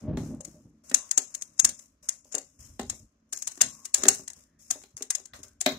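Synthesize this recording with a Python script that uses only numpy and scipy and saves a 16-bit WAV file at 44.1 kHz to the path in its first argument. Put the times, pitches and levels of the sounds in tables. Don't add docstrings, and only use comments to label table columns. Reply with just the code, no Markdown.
import sys
import numpy as np
from scipy import signal
from scipy.io import wavfile
from scipy.ndimage import uniform_filter1d

SR = 44100
rng = np.random.default_rng(int(sys.argv[2]) if len(sys.argv) > 2 else 0)


def transcribe(u):
    v = np.clip(np.atleast_2d(u).T, -1, 1)
    q = np.round(v * 32767).astype(np.int16)
    wavfile.write(sys.argv[1], SR, q)


def magnitude_from_level(level_db):
    exponent = np.asarray(level_db, float) / 20
    return 10 ** exponent


N = 254898


def evened(x):
    return x / np.sqrt(np.mean(x ** 2) + 1e-20)


def smoothed_twice(x, width):
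    return uniform_filter1d(uniform_filter1d(x, width), width)


def read(points, hz):
    f, value = np.transpose(points)
    return np.interp(np.log(hz + 1), np.log(f + 1), value)


def colour(points):
    log_gain = np.log(magnitude_from_level(read(points, abs(np.fft.fftfreq(4096, 1 / SR)))))
    phase = -signal.hilbert(log_gain).imag
    h = np.fft.ifft(np.exp(log_gain + 1j * phase)).real[:1024]
    return h / np.linalg.norm(h)


def rings(modes, detune=0, uneven_db=0, seconds=0.27):
    t = np.arange(round(SR * seconds)) / SR
    hz, db, t60 = np.transpose(modes)[:, :, None]
    shift, lift = rng.standard_normal((2, len(modes), 1))
    decay = magnitude_from_level(db + uneven_db * lift - 60 * t / t60)
    h = (decay * np.sin(2 * np.pi * hz * (1 + detune * shift) * t)).sum(0)
    return h / np.linalg.norm(h)


def through(x, h):
    return signal.oaconvolve(np.atleast_2d(x), np.atleast_2d(h), axes=1)[:, :np.shape(x)[-1]]


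def curve(rows, column, rest_db):
    open_s = 0.0047
    rows = np.array(rows)[:, :, None]
    t = np.arange(0, N + 64, 64) / SR
    start, hold, fade = rows[:, 0], rows[:, 1], rows[:, 2]
    age = t - start
    level = magnitude_from_level(rows[:, column] - fade * np.maximum(age - hold, 0))
    each = np.clip(age / open_s, 0, 1) * level
    return np.interp(np.arange(N) / SR, t, np.sqrt((each ** 2).sum(0) + magnitude_from_level(2 * rest_db)))


def grit(spread_db, size=N):
    grain = magnitude_from_level(spread_db * np.minimum(rng.exponential(1, (2, size)), 5))
    return evened(grain * rng.standard_normal((2, size)))


def unsteady(depth_db, width):
    return magnitude_from_level(depth_db * evened(smoothed_twice(rng.standard_normal(N), width)))


# (start [s], hold [s], fade [dB/s], scrape [dB], housing rustle [dB])
RUBS = [(0, 0.023, 279, -59.5, -68), (.176, 0.1, 171, -49.5, -64.5), (.43, 0.086, 105, -55, -74),
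        (.835, 0.3, 65, -52.5, -71), (1.3, 0.1, 52, -55, -71), (1.7, 0.13, 206, -52, -74.5),
        (2.025, 0.12, 194.5, -51, -70), (2.25, 0.18, 64, -58.5, -86), (2.588, 0.069, 109, -48, -70),
        (2.86, 0.12, 227.5, -50.5, -84), (3.29, 0.043, 903, -69, -98), (3.33, 0.054, 150, -39.5, -75.5),
        (2.312, 0.051, 150, -47.5, -65), (3.55, .05, 200, -54, -74), (3.43, .03, 97.5, -47.5, -87),
        (3.48, 0.034, 59.5, -50, -76.5), (.95, .04, 152, -46.5, -59.5), (1.185, 0.024, 152, -47, -62.5),
        (1.65, 0.033, 152, -51, -64), (3.64, 0.062, 63.5, -45.5, -70), (3.955, .07, 200.5, -36.5, -53.5),
        (4.72, 0.032, 250, -45, -62), (5.16, 0.036, 298, -51, -62.5), (4.03, 0.11, 133, -36.5, -59),
        (4.35, 0.06, 207, -55, -72.5), (4.588, 0.24, 156, -53, -84), (4.965, 0.011, 174.5, -45.5, -63.5),
        (5.338, 0.0078, 205.5, -45.5, -54.5), (5.43, 0.0099, 241, -45, -62.5),
        (5.66, 0.062, 102, -55.5, -51)]
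# (frequency [Hz], level [dB])
SCRAPE_COLOUR = [(3000, 6), (4700, 1.5), (5300, 9.5), (6800, 0.5), (9000, 1), (12000, 8.5), (14000, 13.5),
                 (16000, 0.5)]


def scrape(rough):
    return curve(RUBS, column=3, rest_db=-82.5) * rough * through(grit(spread_db=1.8), colour(SCRAPE_COLOUR))


# (frequency [Hz], density [dB per Hz])
RUSTLE_COLOUR = [(240, -40), (400, -14.5), (598, 4), (812, -15.5), (1040, -3), (2260, -12.5), (3600, -17),
                 (5000, -15), (6500, -10), (11000, -120)]


def rustle():
    return curve(RUBS, column=4, rest_db=-83) * through(grit(spread_db=3.0), colour(RUSTLE_COLOUR))


# (start [s], hold [s], fade [dB/s], plate rumble [dB], deep rumble [dB])
GRIPS = [(.012, 0.013, 602, -40, -56), (.033, 0.074, 403, -34, -60), (.075, 0.067, 404, -32.5, -63),
         (.13, 0.02, 507, -30.5, -41), (.175, 0.049, 400, -31.5, -66), (.395, 0.0049, 600, -51, -52),
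         (.474, 0.011, 600, -39.5, -46), (.54, 0.0043, 600, -50, -65), (.65, 0.0095, 506, -50, -65),
         (.23, 0.13, 254, -36.5, -74), (.43, 0.11, 40.5, -54.5, -69.5), (2.585, 0.18, 301, -61, -53.5),
         (2.8, 0.082, 295, -70, -50), (2.89, 0.061, 306, -52, -50.5), (2.99, .05, 500, -60.5, -54),
         (4.94, 0.0117, 497, -61.5, -50), (5.39, 0.0084, 500, -52, -64), (4.085, 0.05, 136, -49, -66),
         (1.63, 0.017, 205, -45.5, -52.5), (3.61, 0.033, 145, -46.5, -61), (3.98, 0.024, 499, -56, -57.5),
         (4.19, 0.0092, 603, -53, -74.5), (4.365, 0.011, 498, -56.5, -70), (4.7, 0.048, 302.5, -72, -61),
         (5.32, 0.026, 64, -64, -57), (5.66, 0.024, 296.5, -47, -71), (5.72, 0.055, 100, -47, -76)]
# (frequency [Hz], level [dB], t60 [s])
PLATE = [(161.1, 17.5, 0.055), (221.9, 4.5, 0.37), (251.6, 9, 0.14), (283.3, 1.5, 0.2), (408.5, -25, 0.027),
         (474, -16.5, 0.056), (750, -24.5, 0.083)]
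# (frequency [Hz], level [dB], t60 [s])
PLATE_DEEP = [(61.6, -14.5, .06), (89.5, 1.5, 0.048), (128, 0, 0.057)]


def rumble():
    shared, own = rng.standard_normal((2, N))
    hand = unsteady(depth_db=2.2, width=400) * (shared + .1 * own * [[1], [-1]])
    middle = evened(through(hand, rings(PLATE)))
    deep = evened(through(through(hand, rings(PLATE_DEEP)), np.hanning(150)))
    return curve(GRIPS, column=3, rest_db=-69) * middle + curve(GRIPS, column=4, rest_db=-72) * deep


# (start [s], end [s], frequency [Hz], width [Hz], level [dB])
SQUEAKS = [
    (0.039, 0.14, 616, 7.7, -45.5),
    (0.281, 0.363, 598, 21, -55),
    (0.387, 0.504, 593, 30, -62),
    (0.516, 0.622, 608, 28, -64),
    (0.956, 1.1, 1100, 90, -62.5),
    (2.903, 3.048, 611, 25, -74.5),
    (3.499, 3.958, 1096, 47, -66.5),
    (4.419, 4.657, 1790, 132, -81),
    (5.216, 5.617, 1550, 70, -75),
]


def squeaks():
    out = np.zeros(N)
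    for start, end, hz, width, db in SQUEAKS:
        part = out[round(start * SR):round(end * SR)]
        tone = through(rng.standard_normal(len(part)), rings([(hz, 0, 2.2 / width)]))[0]
        part += magnitude_from_level(db) * evened(tone) * signal.windows.tukey(len(part), .6)
    return out


# (frequency [Hz], level [dB], t60 [s])
SHAFT = [(4050, -2, .025), (5650, 0, .03), (6200, -2, .025), (6710, 6, .016), (7430, 2, .03),
         (7900, 0, .025), (8900, 2, .03), (9510, 0, .025), (10700, 0, .03), (12100, 0, .03)]
# (frequency [Hz], level [dB], t60 [s])
HOUSING = [(760, 2, .04), (915, -8, .03), (1250, -6, .022), (1560, -8, .025), (1870, -6, .02),
           (2080, 1, .016), (2330, -8, .02), (2770, -8, .015)]
# (frequency [Hz], level [dB], t60 [s])
THUD = [(200, -14, .08), (275, -3, .055), (395, 0, .038), (520, -4, .025), (620, -4, .035), (780, -8, .03),
        (1010, -15, .02)]


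def strike(db, knock_db, thud_db, ms):
    size = 4000
    ms = np.clip(ms, .2, 5)
    u = np.arange(size) / SR * 680 / ms
    swell = u * np.exp(1 - u)
    late_ms = np.arange(size) * 1000 / SR - 1.47 * ms
    rattle = magnitude_from_level(db - 14.5 - late_ms) * np.clip(late_ms, 0, 1)
    bunched = magnitude_from_level(2 * evened(uniform_filter1d(rng.standard_normal(size), size=30)) - .5)
    force = (magnitude_from_level(db) * swell ** 3.4 + rattle) * bunched

    lean = magnitude_from_level([[.75], [-.75]])
    chatter = magnitude_from_level(-0.5) * force * grit(spread_db=3.5, size=size) * lean
    click = chatter + magnitude_from_level(-18) * through(chatter, rings(SHAFT, detune=.02, uneven_db=4, seconds=.04))

    drive = magnitude_from_level(knock_db) * force * grit(spread_db=2.0, size=size)
    knock = drive + magnitude_from_level(-9) * through(drive, rings(HOUSING, detune=.04, uneven_db=5, seconds=.05))

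    shared, own = rng.standard_normal((2, size))
    blow = magnitude_from_level(db - 2) * swell ** 110
    jolt = 1.72 * force + magnitude_from_level(db - 18) * np.exp(-u / 9) * (u > 1)
    push = magnitude_from_level(thud_db) * (blow + jolt * (shared + 0.17 * own * [[1], [-1]]))
    thud = through(push, rings(THUD, detune=.05, uneven_db=2, seconds=.09))
    return np.array([click, knock, thud])


def laid_out(rows):
    out = np.zeros((3, 2, N + 4000))
    for s, db, knock_db, thud_db, ms in rows:
        at = round((s - .0036) * SR)
        out[:, :, at:at + 4000] += strike(db, knock_db, thud_db, ms)
    return out[:, :, :N]


# (time [s], click [dB], housing knock [dB re click], plate thud [dB re click])
BUMPS = [(0.173, -44.5, 4, 10), (0.405, -72.5, -2, 19), (4.779, -62.5, -8, -15), (5.031, -61, 4, 2),
         (0.915, -37.5, -1.5, -3), (1.672, -38.5, -16, -19.5), (2.254, -65, -20, -0.5),
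         (2.3825, -28, -18.5, -28.5), (2.796, -33.5, -2.5, -1), (2.831, -44, -27, -0.5),
         (2.928, -58, -20, 8), (3.576, -41.5, -13, -15.5), (3.609, -29.5, 0, -31),
         (4.022, -37.5, -5, -14.5), (4.036, -18, -11.5, -16.5), (4.055, -32, 3.5, 0.5),
         (4.067, -29.5, -17.5, -7), (4.195, -53, -5, 3), (4.757, -57.5, -9, 6), (4.817, -63, 3, -2.5),
         (4.911, -73, 0.5, -6), (2.373, -52, -4.5, 7.5), (4.838, -50.5, -3.5, -13.5),
         (5.009, -49, -2.5, 2.5), (5.201, -55.5, -13, -5), (5.3367, -56, 12.5, -31), (5.391, -52, -29, -12),
         (5.447, -60, -12, -1), (5.6632, -21.5, 3, -6.5), (5.672, -35, -24, 2.5),
         (5.7208, -36.5, -35.5, -7)]


def bumps():
    return laid_out([(*row, 2.6) for row in BUMPS])


# (time [s], click [dB], chatter length [ms])
TICKS = [(0.351, -49.5, 0.7), (0.4065, -38.5, 4), (0.4489, -33.5, 3.5), (0.888, -48, 3.5),
         (0.8981, -35, 2.9), (0.977, -33.5, 2.4), (1.343, -38, 2.2), (1.414, -37, 2), (1.676, -30, 1.56),
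         (1.095, -38.5, 0.94), (1.578, -47, 3.6), (1.7922, -41.5, 3.5), (2.2477, -49, 2), (2.323, -34, 5.6),
         (2.5929, -53, 2.8), (2.812, -39, 3.46), (2.851, -53, 4.3), (3.327, -27.5, 2), (3.365, -37, 1.5),
         (3.446, -42, 2.9), (3.4726, -31.5, 2), (3.519, -43, 3), (3.848, -39, 3.8), (3.5112, -40, 4.6),
         (3.5573, -40.5, 1.3), (4.3035, -32, 1.75), (4.3356, -35.5, 1), (4.682, -52.5, 3.1),
         (4.978, -36.5, 2), (5.256, -39, 3.2), (5.432, -38.5, 3.7), (5.483, -49, 2.4), (5.609, -30, 1.7),
         (4.44, -53, 1.36), (5.12, -46, 1.5), (5.69, -32.5, 2.7)]


def ticks():
    return laid_out([(s, db, -23, -34.5, ms) for s, db, ms in TICKS])


# (time [s], click [dB], housing knock [dB re click], plate thud [dB re click], chatter length [ms])
SLIPS = [(0.9449, -8, -22.5, -65, 2.73), (1.112, -17.5, -22.5, -56, 3), (1.177, -9.5, -24, -37, 3.3),
         (1.349, -24, -25.5, -43.5, 2.8), (1.4216, -24.5, -29, -56, 2.8), (1.5942, -11.5, -25.5, -65, 3.8),
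         (1.6467, -9, -20.5, -51, 3.7), (1.6918, -25, -22, -28.5, 2.9), (2.09, -17.5, -22.5, -69, 2.7),
         (2.344, -28, -7, -10, 2.5), (2.351, -18.5, -21, -26, 2.5), (2.8987, -22, -19, -62, 3),
         (3.33, -23, -18.5, -61, 3), (3.3726, -33, -25.5, -42, 3.3), (3.4237, -28, -26.5, -61, 3.1),
         (3.473, -21.5, -21, -75, 3.9), (3.6139, -5, -19.5, -40.5, 3.2), (3.853, -27, -27, -49, 4),
         (3.9442, -9, -20.5, -54.5, 2.67), (3.983, -31, -24.5, -21, 2.2), (4.0853, -1, -21, -30, 2.6),
         (4.2789, -31, -17, -51, 3), (4.7035, -28, -16.5, -38, 5.5), (4.7092, -15.5, -22.5, -39, 2.9),
         (4.97, -30, -37, -32.5, 1.3), (5.025, -22.5, -26, -32, 2.3), (5.1047, -15.5, -19, -61, 3.2),
         (5.1506, -20, -24.5, -61, 3.46), (5.612, -18.5, -20, -50, 2.6)]


def slips():
    return laid_out(SLIPS)


# (frequency [Hz], t60 [s])
CABINET = [(300, 0.21), (2000, 0.18), (7000, 0.29), (14000, 0.23)]


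def echoes():
    taps = np.zeros((2, SR // 2))
    slots = np.arange(300, SR // 2 - 12, 12)
    at = slots + rng.integers(0, 12, (2, len(slots)))
    np.put_along_axis(taps, at, rng.choice([-1., 1.], at.shape), 1)
    hz, t, z = signal.stft(taps, SR, nperseg=256)
    tail = signal.istft(z * magnitude_from_level(-60 * t / read(CABINET, hz)[:, None]), SR, nperseg=256)[1]
    return tail / np.linalg.norm(tail[0])


# (frequency [Hz], level [dB])
LEFT_PORT = [(1000, -13), (3000, -4.5), (4000, -1.5), (5000, 7), (5700, 11), (6700, 20.5), (7500, 17),
             (8500, 8.5), (9500, 6), (11000, -3.5), (13500, -11.5), (15500, -30.5), (16500, -19),
             (17500, -66.5)]
# (frequency [Hz], level [dB])
RIGHT_PORT = [(1000, -8), (3000, -3), (4000, 2), (5000, 0), (5700, 3), (6700, 9), (7500, 12), (8800, 12.5),
              (9800, 9), (11000, 4), (13500, -7), (15500, 0), (16500, -20), (17500, -60)]


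def blade(clicks):
    rough = unsteady(depth_db=2.1, width=200)
    air = clicks + magnitude_from_level(-17.0) * rough ** 0.83 * through(clicks, echoes()) + scrape(rough)
    left = through(air[0], colour(LEFT_PORT))[0]
    right = magnitude_from_level(-6.0) * through(air[1], colour(RIGHT_PORT))[0]
    return np.array([left, right])


def housing(knocks):
    plastic = colour([(300, -36.5), (700, -9.5), (1500, -4.0), (4000, -0.5), (7000, -19.0)])
    knocks = through(knocks, plastic)
    return (knocks + magnitude_from_level(-3.5) * through(knocks, echoes()) + magnitude_from_level(3.0) * rustle()) * magnitude_from_level([[1.1], [-1.1]])


def plate(thuds):
    thuds = signal.sosfilt(signal.butter(4, 230, "high", fs=SR, output="sos"), thuds)
    return thuds + magnitude_from_level(-5) * through(thuds, echoes()[:1]) + rumble()


def scene():
    clicks, knocks, thuds = bumps() + ticks() + slips()
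    return blade(clicks) + housing(knocks) + plate(thuds) + squeaks()


# (frequency [Hz], margin [dB])
SPARED = [(2200, 40), (3000, 2), (4800, 0), (5300, 8), (8000, 0), (10000, 1), (12000, 6), (16000, 9)]


def starved(x, under_db, patchy_db):
    hz, t, z = signal.stft(x, SR, nperseg=512, noverlap=384)
    power = uniform_filter1d((abs(z) ** 2).sum(0), size=4, axis=0)
    power = uniform_filter1d(power, size=9, axis=1)
    patches = uniform_filter1d(rng.standard_normal(power.shape), size=2, axis=0)
    patches = evened(uniform_filter1d(patches, size=22, axis=1))
    loudest = power[hz > 2400].max(0)
    loudest = np.minimum(loudest, np.roll(loudest, shift=-5))
    need = loudest * magnitude_from_level(2 * (patchy_db * patches - under_db - read(SPARED, hz)[:, None]))
    now = (abs(z) ** 2).sum((0, 1))
    calm = now < 1.9 * uniform_filter1d(now, size=9)
    keep = np.where((power < need) & calm, .03, 1)
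    keep = keep * (hz[:, None] < np.where(calm, 15700, 16400))
    return signal.istft(z * keep, SR, nperseg=512, noverlap=384)[1][:, :N]


def band_limit(x):
    return signal.sosfilt(signal.butter(12, 16380, fs=SR, output="sos"), x)


def record(dry):
    overloaded = np.clip(dry, -.88, .88)
    cut = signal.sosfilt(signal.butter(4, 52, "high", fs=SR, output="sos"), overloaded)
    mix = starved(cut, under_db=13, patchy_db=5.5)
    return band_limit(mix)


dry = scene()
out = record(dry)
transcribe(out)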